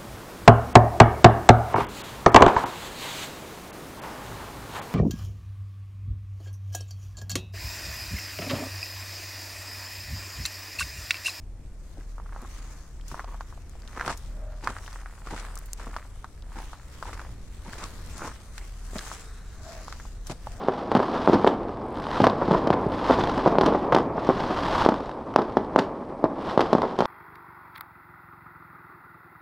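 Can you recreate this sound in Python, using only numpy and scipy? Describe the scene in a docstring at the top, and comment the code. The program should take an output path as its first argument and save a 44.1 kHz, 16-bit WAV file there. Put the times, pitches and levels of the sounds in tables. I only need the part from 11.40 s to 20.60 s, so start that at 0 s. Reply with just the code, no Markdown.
"""A low outdoor rumble and a far machine drone, then slow footsteps, heard close to the body,
over grass and a stony patch by a wooden gate at night.
Steps crush the ground as showers of filtered grains, with thuds of short noise and stones as brief ringing contacts.
Dry stalks snap as sharp cracks; grass and clothing swish as dense moving hiss, and a sleeve of ticks rubs a post.
Hoarse noise resonances hoot faintly far off, above a drone of wavering sines, soft hiss and a thin steady whine."""
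import sys
import numpy as np
from scipy import signal
from scipy.fft import rfft, irfft, next_fast_len
from scipy.io import wavfile
from scipy.ndimage import uniform_filter1d

SR = 44100
rng = np.random.default_rng(int(sys.argv[2]) if len(sys.argv) > 2 else 0)


def generate_wav(sig):
    """Save sig (samples, or channels by samples) to the path in sys.argv[1] as 16-bit PCM at SR."""
    pcm = np.round(np.clip(np.atleast_2d(sig).T, -1, 1) * 32767).astype(np.int16)
    wavfile.write(sys.argv[1], SR, pcm)


N = 405719
T = np.arange(N) / SR
SIDES = np.array([[1], [-1]])  # opposite signs for left and right


def undb(db):
    """Decibels to gain."""
    return 10 ** (np.asarray(db) / 20)


def unit(x):
    """Scale to rms 1."""
    return x / np.sqrt(np.mean(x ** 2))


def colour(x, spectrum):
    """Filter by (frequency [Hz], level [dB]) points joined on a log-frequency axis."""
    hz, db = np.transpose(spectrum)
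    size = next_fast_len(x.shape[-1] + 2048)
    f = np.maximum(np.fft.rfftfreq(size, 1 / SR), 1)
    gain = undb(np.interp(np.log(f), np.log(hz), db))
    return irfft(rfft(x, size) * gain, size)[..., :x.shape[-1]]


def band(x, hz, ratio):
    """Band-pass from hz / ratio to hz * ratio, kept inside the audible range."""
    ratio = max(ratio, 1.05)
    edges = np.minimum([hz / ratio, hz * ratio], [.4 * SR, .48 * SR])
    return signal.sosfilt(signal.butter(2, edges, "band", fs=SR, output="sos"), x)


def walk(rate):
    """Smooth random wandering of rms 1, with rate new targets a second."""
    k = int(SR / rate)
    targets = np.repeat(rng.standard_normal(N // k + 1), k)
    return unit(uniform_filter1d(uniform_filter1d(targets, k), k)[:N])


def grains(rate, spread_db):
    """Random impulses, about rate a second, a few much larger than the rest."""
    sizes = undb(spread_db * np.minimum(rng.exponential(size=N), 3.3))
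    return unit((rng.random(N) < rate / SR) * sizes * rng.choice([-1, 1], N))


def add(out, s, sound):
    """Mix a sound in at time s."""
    i = max(int(s * SR), 0)
    out[..., i:i + sound.shape[-1]] += sound[..., :max(N - i, 0)]


def contact(t, hz, sharp):
    """One brief contact: a ringing pulse that peaks after one cycle, then dies away."""
    u = t * hz
    return (u * np.exp(1 - u)) ** sharp * np.cos(2 * np.pi * u)


def press(s, rise_s, hold_s, release_s):
    """Pressure of one contact: it builds, holds at 1 and dies away."""
    return np.exp(-np.maximum(s - T, 0) / rise_s - np.maximum(T - s - hold_s, 0) / release_s)


# a foot presses down, stays and eases off; levels are before the layer gains:
# (time at full pressure [s], rise [s], hold [s], release [s], crunch level [dB], swish level [dB])
STEP_PRESSES = [(0.59, 0.01, 0.022, 0.15, -75, -81), (0.927, 0.052, 0.071, .025, -62, -81),
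                (1.715, 0.055, 0.012, 0.08, -59, -53.5), (2.663, 0.082, 0.047, 0.021, -38.5, -55),
                (3.277, 0.089, 0.055, 0.65, -53, -55), (3.92, 0.052, 0.15, 0.072, -49, -56),
                (4.4, 0.01, 0.19, 0.045, -50, -59.5), (5.155, 0.069, 0.046, 0.16, -52.5, -58),
                (5.664, 0.026, 0.19, 0.017, -52, -70), (6.296, 0.012, 0.18, 0.033, -51, -60),
                (6.776, 0.019, 0.11, 0.043, -49.5, -53), (7.162, 0.037, 0.073, 0.064, -67, -55.5),
                (7.578, 0.044, 0.15, 0.1, -50, -48), (8.49, 0.042, 0.2, 0.065, -62, -60),
                (8.87, 0.0076, 0.056, 0.011, -52, -54)]


def treading():
    """How hard the steps crush the ground and brush the grass; overlapping steps add in power."""
    pressure = np.array([press(*row[:4]) for row in STEP_PRESSES])
    levels = undb(np.array(STEP_PRESSES)[:, 4:].T)
    return np.sqrt(levels ** 2 @ pressure ** 2)


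# small stones by size: (pitch [Hz], relative level [dB])
PEBBLE_SIZES = [(700, -7), (1050, -5), (1450, -7)]


def pebbles(rate, spread_db, ratio):
    """Small stones of a few sizes tick at their own pitches, each size at rate a second."""
    return unit(sum(undb(db) * band(grains(rate, spread_db), hz, ratio) for hz, db in PEBBLE_SIZES))


# a sole grinds or slides: (time [s], level [dB], length [s], ring of the ground [Hz],
# grit level relative to the scuff [dB])
SOLE_SCUFFS = [(0.968, -53, 0.081, 1140, -26), (1.748, -52, 0.098, 1070, -14),
               (1.87, -49.5, 0.082, 1030, -16), (2.537, -51, 0.04, 1000, -7),
               (2.66, -41, 0.069, 1000, -1.5), (3.224, -44, 0.045, 895, -10),
               (3.283, -40, 0.027, 1430, -12), (3.861, -40, 0.013, 1220, -8),
               (3.902, -45.5, 0.044, 830, -4.5), (3.962, -46, 0.039, 1350, 3.5),
               (4.373, -55.5, 0.069, 855, 0.5), (5.154, -49, 0.055, 825, -7.5),
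               (5.654, -43, 0.036, 930, -7), (5.727, -47.5, 0.012, 1130, -1), (6.247, -48, 0.073, 930, -4),
               (6.326, -47.5, 0.0084, 1540, 1), (6.378, -47, 0.074, 1130, 0),
               (6.806, -39.5, 0.011, 1400, -26), (6.836, -39, 0.041, 970, -12),
               (7.187, -57, 0.06, 2150, -6), (7.555, -35.5, 0.0079, 620, -8),
               (8.895, -42.5, 0.025, 660, -0.5)]


def scuffs(strikes, soil, grit, ring_db=-4, ring_ratio=1.154, attack_s=0.002, release_s=.012):
    """A scuff presses harder, rings the patch under the sole and scatters grit to both sides."""
    out = np.zeros((2, N))
    for s, db, length, hz, scatter_db in SOLE_SCUFFS:
        part = slice(int(s * SR), int(s * SR) + SR // 4)
        t = T[part] - T[part][0]
        release = np.exp(-np.maximum(t - length, 0) / release_s)
        push = undb(db) * (1 - np.exp(-t / attack_s)) * release
        ring = undb(ring_db) * unit(band(strikes[part], hz, ring_ratio))
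        add(out, s, push * (soil[part] + ring + undb(scatter_db) * grit[:, part]))
    return out


# crushed soil: (frequency [Hz], relative density level [dB per Hz])
SOIL_SPECTRUM = [(100, 3.5), (200, 8), (400, 7), (800, 5), (1100, 7), (1500, 4), (2100, -1.5), (2800, -10),
                 (5000, -34)]
# fine grit: (frequency [Hz], relative density level [dB per Hz])
GRIT_SPECTRUM = [(1200, 0), (2200, 10.5), (3100, 5.5), (4200, 5.5), (7500, 4), (9500, -1.5), (12000, -13),
                 (16000, -48)]


def crunch(crush, tread_db=-1.5, soil_db=-4, grit_db=-17):
    """A rolling foot shifts pebbles one by one over soil and grit; a scuff crushes many grains at once."""
    clumps = unit(undb(3.0 * walk(200)))
    strikes = grains(850, spread_db=3.3) * clumps
    soil = unit(colour(strikes, SOIL_SPECTRUM))
    scatter = np.array([grains(2200, spread_db=4.6) for _ in range(2)])
    grit = unit(colour(scatter * clumps, GRIT_SPECTRUM))
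    bed = pebbles(70, spread_db=2.4, ratio=1.35)
    tread = undb(tread_db) * crush * (bed + undb(soil_db) * soil + undb(grit_db) * grit)
    return tread + scuffs(strikes, soil, grit)


# stones knocking under the sole: (time [s], level [dB], pitch [Hz], crack level [dB])
STONE_KNOCKS = [(0.574, -38, 560, -64), (0.6092, -41, 1534, -57), (0.7823, -31.5, 980, -51),
                (0.7999, -31, 940, -50), (0.8613, -36, 1070, -60), (0.8933, -39, 1240, -62),
                (0.9248, -33, 1160, -56), (.949, -41, 1290, -58), (0.9628, -26.5, 950, -52),
                (1.008, -40, 1250, -54), (1.0261, -36, 890, -50), (1.049, -32, 1040, -56),
                (1.7158, -29, 1090, -43), (1.7445, -22.5, 990, -48), (1.778, -30, 1240, -50),
                (1.7952, -19, 1150, -37), (1.8443, -29, 920, -38), (1.9447, -32, 920, -56),
                (2.0086, -23.5, 1100, -36.5), (2.1262, -35.5, 1070, -56), (2.177, -36.5, 805, -58),
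                (2.3543, -38, 740, -58), (2.5747, -24.5, 1030, -42), (2.597, -20.5, 1430, -33),
                (2.6112, -14.5, 1320, -28), (2.6788, -13, 1030, -22), (2.6958, -19, 1120, -29),
                (2.7031, -18.5, 890, -32), (2.709, -25, 1020, -35), (3.2739, -9.5, 1240, -27.5),
                (3.3665, -23.5, 1250, -44), (3.3853, -31, 1530, -37), (3.4787, -27.5, 1320, -36),
                (3.5592, -28, 1250, -51), (3.5984, -37.5, 1320, -56), (3.66, -27.5, 1330, -50),
                (3.9368, -26, 684, -48), (3.9783, -28, 1590, -34), (4.0504, -28, 1270, -42),
                (4.1689, -32.5, 1160, -56), (4.3978, -31, 1160, -51), (4.47, -30, 1020, -47),
                (4.565, -18, 1140, -29.5), (4.571, -33, 1150, -34), (4.8445, -25, 1130, -37.5),
                (5.2024, -30.5, 750, -39), (5.3327, -27, 1060, -41), (5.6269, -20, 1060, -35),
                (5.6947, -29, 1050, -50), (5.7313, -30, 1550, -46), (5.7949, -25.5, 1280, -36),
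                (5.8164, -33.5, 1040, -38), (6.333, -28, 1400, -35), (6.414, -30, 1030, -49),
                (6.4392, -39, 1360, -26.5), (6.917, -31, 1200, -48), (7.1806, -28, 1700, -26.5),
                (7.534, -31.5, 400, -60), (7.5914, -26, 1530, -22), (7.6745, -29, 1230, -45),
                (7.716, -24, 1110, -38), (8.4819, -27, 940, -34), (8.5257, -25, 1350, -30),
                (8.5998, -29, 1320, -38), (8.6536, -34, 854, -50), (8.8982, -26.5, 810, -32),
                (8.9198, -28, 750, -36), (9.0711, -22.5, 830, -39)]


def knocks(aside=0.31, slip_db=-23, bounce_db=-14, rattle_db=-12.0, settle_db=-31,
           crack_hz=3500, crack_s=0.0016):
    """A stone slips, cracks against its neighbour and bounces once; the bed rattles and settles."""
    out, t = np.zeros((2, N)), np.arange(SR // 10) / SR
    fade = undb(rattle_db) * np.exp(-t / 0.004) + undb(settle_db) * np.exp(-t / 0.03)
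    for s, db, hz, crack_db in STONE_KNOCKS:
        rattle = unit(band(rng.standard_normal(len(t)), hz, 1.3))
        rattle = rattle * fade * np.minimum(t * hz / 2, 1)
        crack = band(rng.standard_normal((2, len(t))) * np.exp(-t / crack_s), crack_hz, 1.84)
        # place to either side, time to the bounce [s], pitch ratio of slip and bounce
        lean, flight, detune = rng.uniform([-.5, .002, .8], [.5, .007, 1.4])
        size = undb(db) * (1 + aside * lean * SIDES)
        light = contact(t, hz * detune, sharp=3)
        add(out, s - 1 / hz, size * (contact(t, hz, sharp=5.6) + rattle))
        add(out, s, undb(crack_db) * crack / np.abs(crack).max())
        add(out, s - flight / 2 - 1 / hz, size * undb(slip_db) * light)
        add(out, s + flight, size * undb(bounce_db) * light)
    return out


# weight landing on the turf: (time [s], level before the thud gain [dB])
TURF_THUDS = [(0.581, -39), (1.023, -40), (1.719, -37), (2.672, -33), (3.924, -31.5), (4.466, -35.5),
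              (5.163, -40.5), (6.273, -38.5), (6.846, -45), (7.555, -29), (8.898, -29.5), (8.919, -38)]


def thuds(thud_db=-3, body_hz=190):
    """The turf takes the weight with a short, dull bump of low noise."""
    out, t = np.zeros(N), np.arange(SR // 8) / SR
    fall = np.exp(-t / .014)
    for s, db in TURF_THUDS:
        bump = band(rng.standard_normal(len(t)) * fall, body_hz, 1.77)
        add(out, s, undb(db + thud_db) * 2 * bump / np.abs(bump).max())
    return out


def strays(crush, stray_db=-27, follow=0.57):
    """Loose stones tick here and there, louder while a foot presses on them."""
    return pebbles(9, spread_db=1.5, ratio=1.4) * crush ** follow * undb(stray_db)


# dry stalks and grit snapping: (time [s], level [dB], pitch [Hz], tearing time [s])
STALK_SNAPS = [(1.018, -35, 8100, 0.0025), (1.611, -40.5, 3250, 0.0025), (1.681, -29, 6800, 0.0085),
               (2.295, -35, 7000, 0.0019), (2.42, -37.5, 4750, 0.0012), (2.476, -32.5, 3670, 0.0042),
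               (2.774, -28.5, 6850, 0.0066), (3.244, -28.5, 4870, 0.0056), (3.4625, -34, 3140, 0.0028),
               (3.529, -32, 4930, 0.0031), (4.155, -22.5, 8900, 0.0015), (4.175, -26, 6000, 0.0025),
               (4.188, -27, 8650, .003), (4.258, -31, 10500, 0.0079), (4.332, -15.5, 7300, 0.002),
               (5.023, -38, 3930, 0.0013), (6.662, -32, 7900, .002), (6.78, -27, 6900, 0.0022),
               (7.1801, -35, 3960, 0.0032), (7.5834, -21, 4130, 0.0057), (8.8695, -26, 6200, 0.0074)]


def snaps(fibre_db=-15, edge_db=-13, stem_db=-18, ring_db=-12):
    """A stalk breaks with a crack, rings briefly and its fibres tear; the ports hear it a moment apart."""
    out, t = np.zeros((2, N)), np.arange(SR // 20) / SR
    for s, db, hz, tear_s in STALK_SNAPS:
        late = np.maximum(t - rng.uniform(0, .00005, (2, 1)), 0)
        crack = contact(late, hz, sharp=4.5)
        crack += undb(stem_db) * contact(late, hz / 2, sharp=4.5)
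        crack += undb(edge_db) * contact(np.maximum(late - 1 / hz, 0), 12000, sharp=3)
        fibres = unit(band(rng.standard_normal((2, len(t))), hz, 1.8))
        tearing = undb(fibre_db) * np.exp(-t / tear_s) * fibres
        ring = undb(ring_db) * np.sin(2 * np.pi * hz * late) * np.exp(-t * hz / 10)
        add(out, s + .0005, undb(db) * (crack + tearing + ring))
    return out


# a leg swings through the grass between footfalls: (time at full speed [s], half length [s],
# level before the swish gain [dB], hiss centre [Hz], height of the hiss peak [dB])
LEG_SWINGS = [(0.62, 0.22, -64, 7500, 3.4), (1.22, 0.2, -55, 6700, 5.1), (1.977, 0.26, -61, 6700, 2.7),
              (2.686, 0.22, -56.5, 7000, 2.7), (3.47, 0.094, -66, 7500, 3.6), (4.1, 0.17, -58, 8400, 4.2),
              (4.547, 0.32, -61.5, 8240, 3.3), (5.29, 0.1, -57.5, 8040, 1.3), (5.693, 0.19, -56, 7900, 1.3),
              (6.53, 0.28, -55.5, 8200, 1.5), (6.77, 0.055, -53, 6160, 12), (7.3, 1, -59, 7600, 3.5),
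              (7.655, 0.14, -53.5, 7800, 6.8), (8.364, 0.13, -52.5, 5700, 6.2),
              (9.165, 0.26, -59, 6900, 2.1)]


def swinging(sag_octaves=0.031):
    """Each swing speeds up and slows in a bell as its hiss sinks: gives strength, peak pitch and height."""
    s, half_s, db, hz, peak_db = np.array(LEG_SWINGS).T[..., None]
    along = np.clip((T - s) / half_s, -7, 7)
    power = undb(db) ** 2 * np.exp(-along ** 2)
    total = power.sum(axis=0)
    # the hiss sinks by sag_octaves in each half length
    centre = hz * 2 ** (-sag_octaves * np.clip(along, -2, 2))
    hiss_hz = (centre * power).sum(axis=0) / total
    height_db = (peak_db * power).sum(axis=0) / total
    return np.sqrt(total), hiss_hz, height_db


# grass and cloth: (frequency [Hz], relative density level [dB per Hz])
BRUSH_SPECTRUM = [(600, 5.5), (1500, 8.5), (2900, 7), (4200, 6), (7500, 4), (9500, 1.5), (12000, -3.5),
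                  (16000, -10)]


def swish(strength, hiss_hz, peak_db, swish_db=2, shared=0.4, peak_octaves=0.32):
    """Countless blades and fibres flick past the legs; a broad peak in their hiss follows the rub."""
    left, right, both = (grains(12000, spread_db=5.5) for _ in range(3))
    # now and then a stiffer stem catches and flicks free
    stems = .36 * np.array([grains(55, spread_db=3) for _ in range(2)])
    flicks = np.array([left, right]) + shared * both + stems
    f, s, frames = signal.stft(colour(flicks, BRUSH_SPECTRUM), SR, nperseg=256)
    octaves = np.log2((f[:, None] + 1) / np.interp(s, T, hiss_hz))
    peak = np.interp(s, T, peak_db) * (np.exp(-.5 * (octaves / peak_octaves) ** 2) - .5)
    # the colour shifts as other tufts come into play
    blur = np.outer(np.hanning(9), np.hanning(60))
    patches = 1.7 * unit(signal.fftconvolve(rng.standard_normal(peak.shape), blur, "same"))
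    rub = signal.istft(frames * undb(peak + patches))[1][:, :N]
    flutter = undb(1.1 * walk(50) + 1.2 * walk(260))
    return unit(rub) * flutter * strength * undb(swish_db)


# soil under a dragging foot: (frequency [Hz], relative density level [dB per Hz])
DRAG_SPECTRUM = [(120, 5), (300, 2.5), (650, -0.5), (1200, 3), (2000, -3), (2800, -17), (5000, -39)]


def dragging(swing, drag_db=1):
    """A swinging foot drags over the soil in a dense shower of grains, following the swing's strength."""
    return swing * undb(drag_db) * unit(colour(grains(6000, spread_db=3), DRAG_SPECTRUM))


# clothing slides along the gate post: (time at full pressure [s], rise [s], hold [s], release [s])
POST_SLIDE = (7.57, .015, 0.35, 0.37)
# resonances of that rub: (frequency [Hz], width ratio, level [dB])
POST_RINGS = [(441, 1.06, -63), (1420, 1.24, -57), (3890, 1.06, -64), (6000, 1.08, -69)]


def slide(catch_db=2):
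    """Clothing catches and slips along the post; the fine ticks sing in a few narrow resonances."""
    ticks = grains(3000, spread_db=2) * undb(catch_db * walk(25))
    rings = sum(undb(db) * unit(band(ticks, hz, ratio)) for hz, ratio, db in POST_RINGS)
    return press(*POST_SLIDE) * rings


# faint hollow hoots from far off: (time at the loudest [s], half length [s], level [dB], pitch [Hz])
FAR_HOOTS = [(3.065, 0.098, -50.5, 610), (8.33, 0.079, -47.5, 657), (9.153, 0.035, -50, 660)]


def hoots(core_ratio=1.04, halo_db=-5, halo_ratio=1.28, upper_db=-9, upper_ratio=2.14):
    """Each hoot is a hoarse narrow resonance in a wider halo with a weak overtone, blurred by distance."""
    out = np.zeros(N)
    for s, half_s, db, hz in FAR_HOOTS:
        air = rng.standard_normal((3, N))
        tone = unit(band(air[0], hz, core_ratio))
        tone += undb(halo_db) * unit(band(air[1], hz, halo_ratio))
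        tone += undb(upper_db) * unit(band(air[2], hz * upper_ratio, halo_ratio))
        swell = np.exp(-np.minimum(((T - s) / half_s) ** 2 / 2, 60))
        out += undb(db) * unit(tone) * swell
    return out


# outdoor rumble: (frequency [Hz], relative density level [dB per Hz])
RUMBLE_SPECTRUM = [(12, -1.5), (25, -1), (60, 1.5), (80, -4), (105, -7.5), (150, -14), (300, -22.5),
                   (600, -28), (1300, -39), (2500, -42.5), (6000, -87)]
# rumble as the walker moves: (time [s], level before the rumble gain [dB])
RUMBLE_LEVELS = [(0, -45.5), (2.2, -46), (4.4, -47), (5.7, -44), (7.1, -45), (8.2, -46.5), (8.7, -45.5),
                 (9.2, -43)]


def rumble(rumble_db=3, apart=0.18):
    """Low rumble of air: mostly shared noise with a little difference between the sides."""
    air = rng.standard_normal(N) + apart * rng.standard_normal(N) * SIDES
    level_db = np.interp(T, *np.transpose(RUMBLE_LEVELS)) + rumble_db
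    return unit(colour(air, RUMBLE_SPECTRUM)) * undb(level_db) * undb(1.3 * walk(6))


# far machinery: (frequency [Hz], relative level [dB], wavering share of strength, also phase [rad])
DRONE_TONES = [(38, 1.5, 0.44), (91.2, -16, 0.99)]


def drone(drone_db=-43):
    """Far machinery hums on low tones whose strength and phase waver."""
    out = np.zeros(N)
    for hz, db, waver in DRONE_TONES:
        tone = np.sin(2 * np.pi * hz * T + waver * walk(4.4))
        out += undb(db) * unit((1 + waver * walk(7)) * tone)
    return out * undb(drone_db)


def hiss(hiss_db=-71):
    """A faint, steady hiss, independent on each side."""
    return undb(hiss_db) * unit(band(rng.standard_normal((2, N)), 5700, 1.66))


def whine():
    """A thin, barely audible electronic whine: one steady sine."""
    return undb(-86) * np.sin(2 * np.pi * 13101 * T)


def scene(still_db=-72):
    """The walker's steps and swish in the open night air; clothing never quite rests."""
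    crush, brush = treading()
    swing, hiss_hz, peak_db = swinging()
    rub = np.sqrt(brush ** 2 + swing ** 2 + undb(still_db) ** 2)
    ground = crunch(crush) + knocks() + thuds() + strays(crush) + snaps()
    clothing = swish(rub, hiss_hz, peak_db) + dragging(swing) + slide()
    background = hoots() + rumble() + drone() + hiss() + whine()
    return ground + clothing + background


# the two microphone ports: (frequency [Hz], left minus right [dB])
PORT_LEAN = [(200, 0.5), (700, 1.1), (1300, -0.8), (2400, -1.5), (4200, 4.5), (6000, 5), (8000, 3),
             (13000, -4.5)]


def record(dry, top_hz=15900):
    """Each microphone port has its own colour; the top is cut."""
    hz, lean_db = np.transpose(PORT_LEAN)
    ports = np.array([colour(x, np.transpose([hz, side * lean_db / 2])) for x, side in zip(dry, (1, -1))])
    return signal.sosfilt(signal.ellip(8, .2, 70, top_hz, fs=SR, output="sos"), ports)


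dry = scene()
out = record(dry)
generate_wav(out)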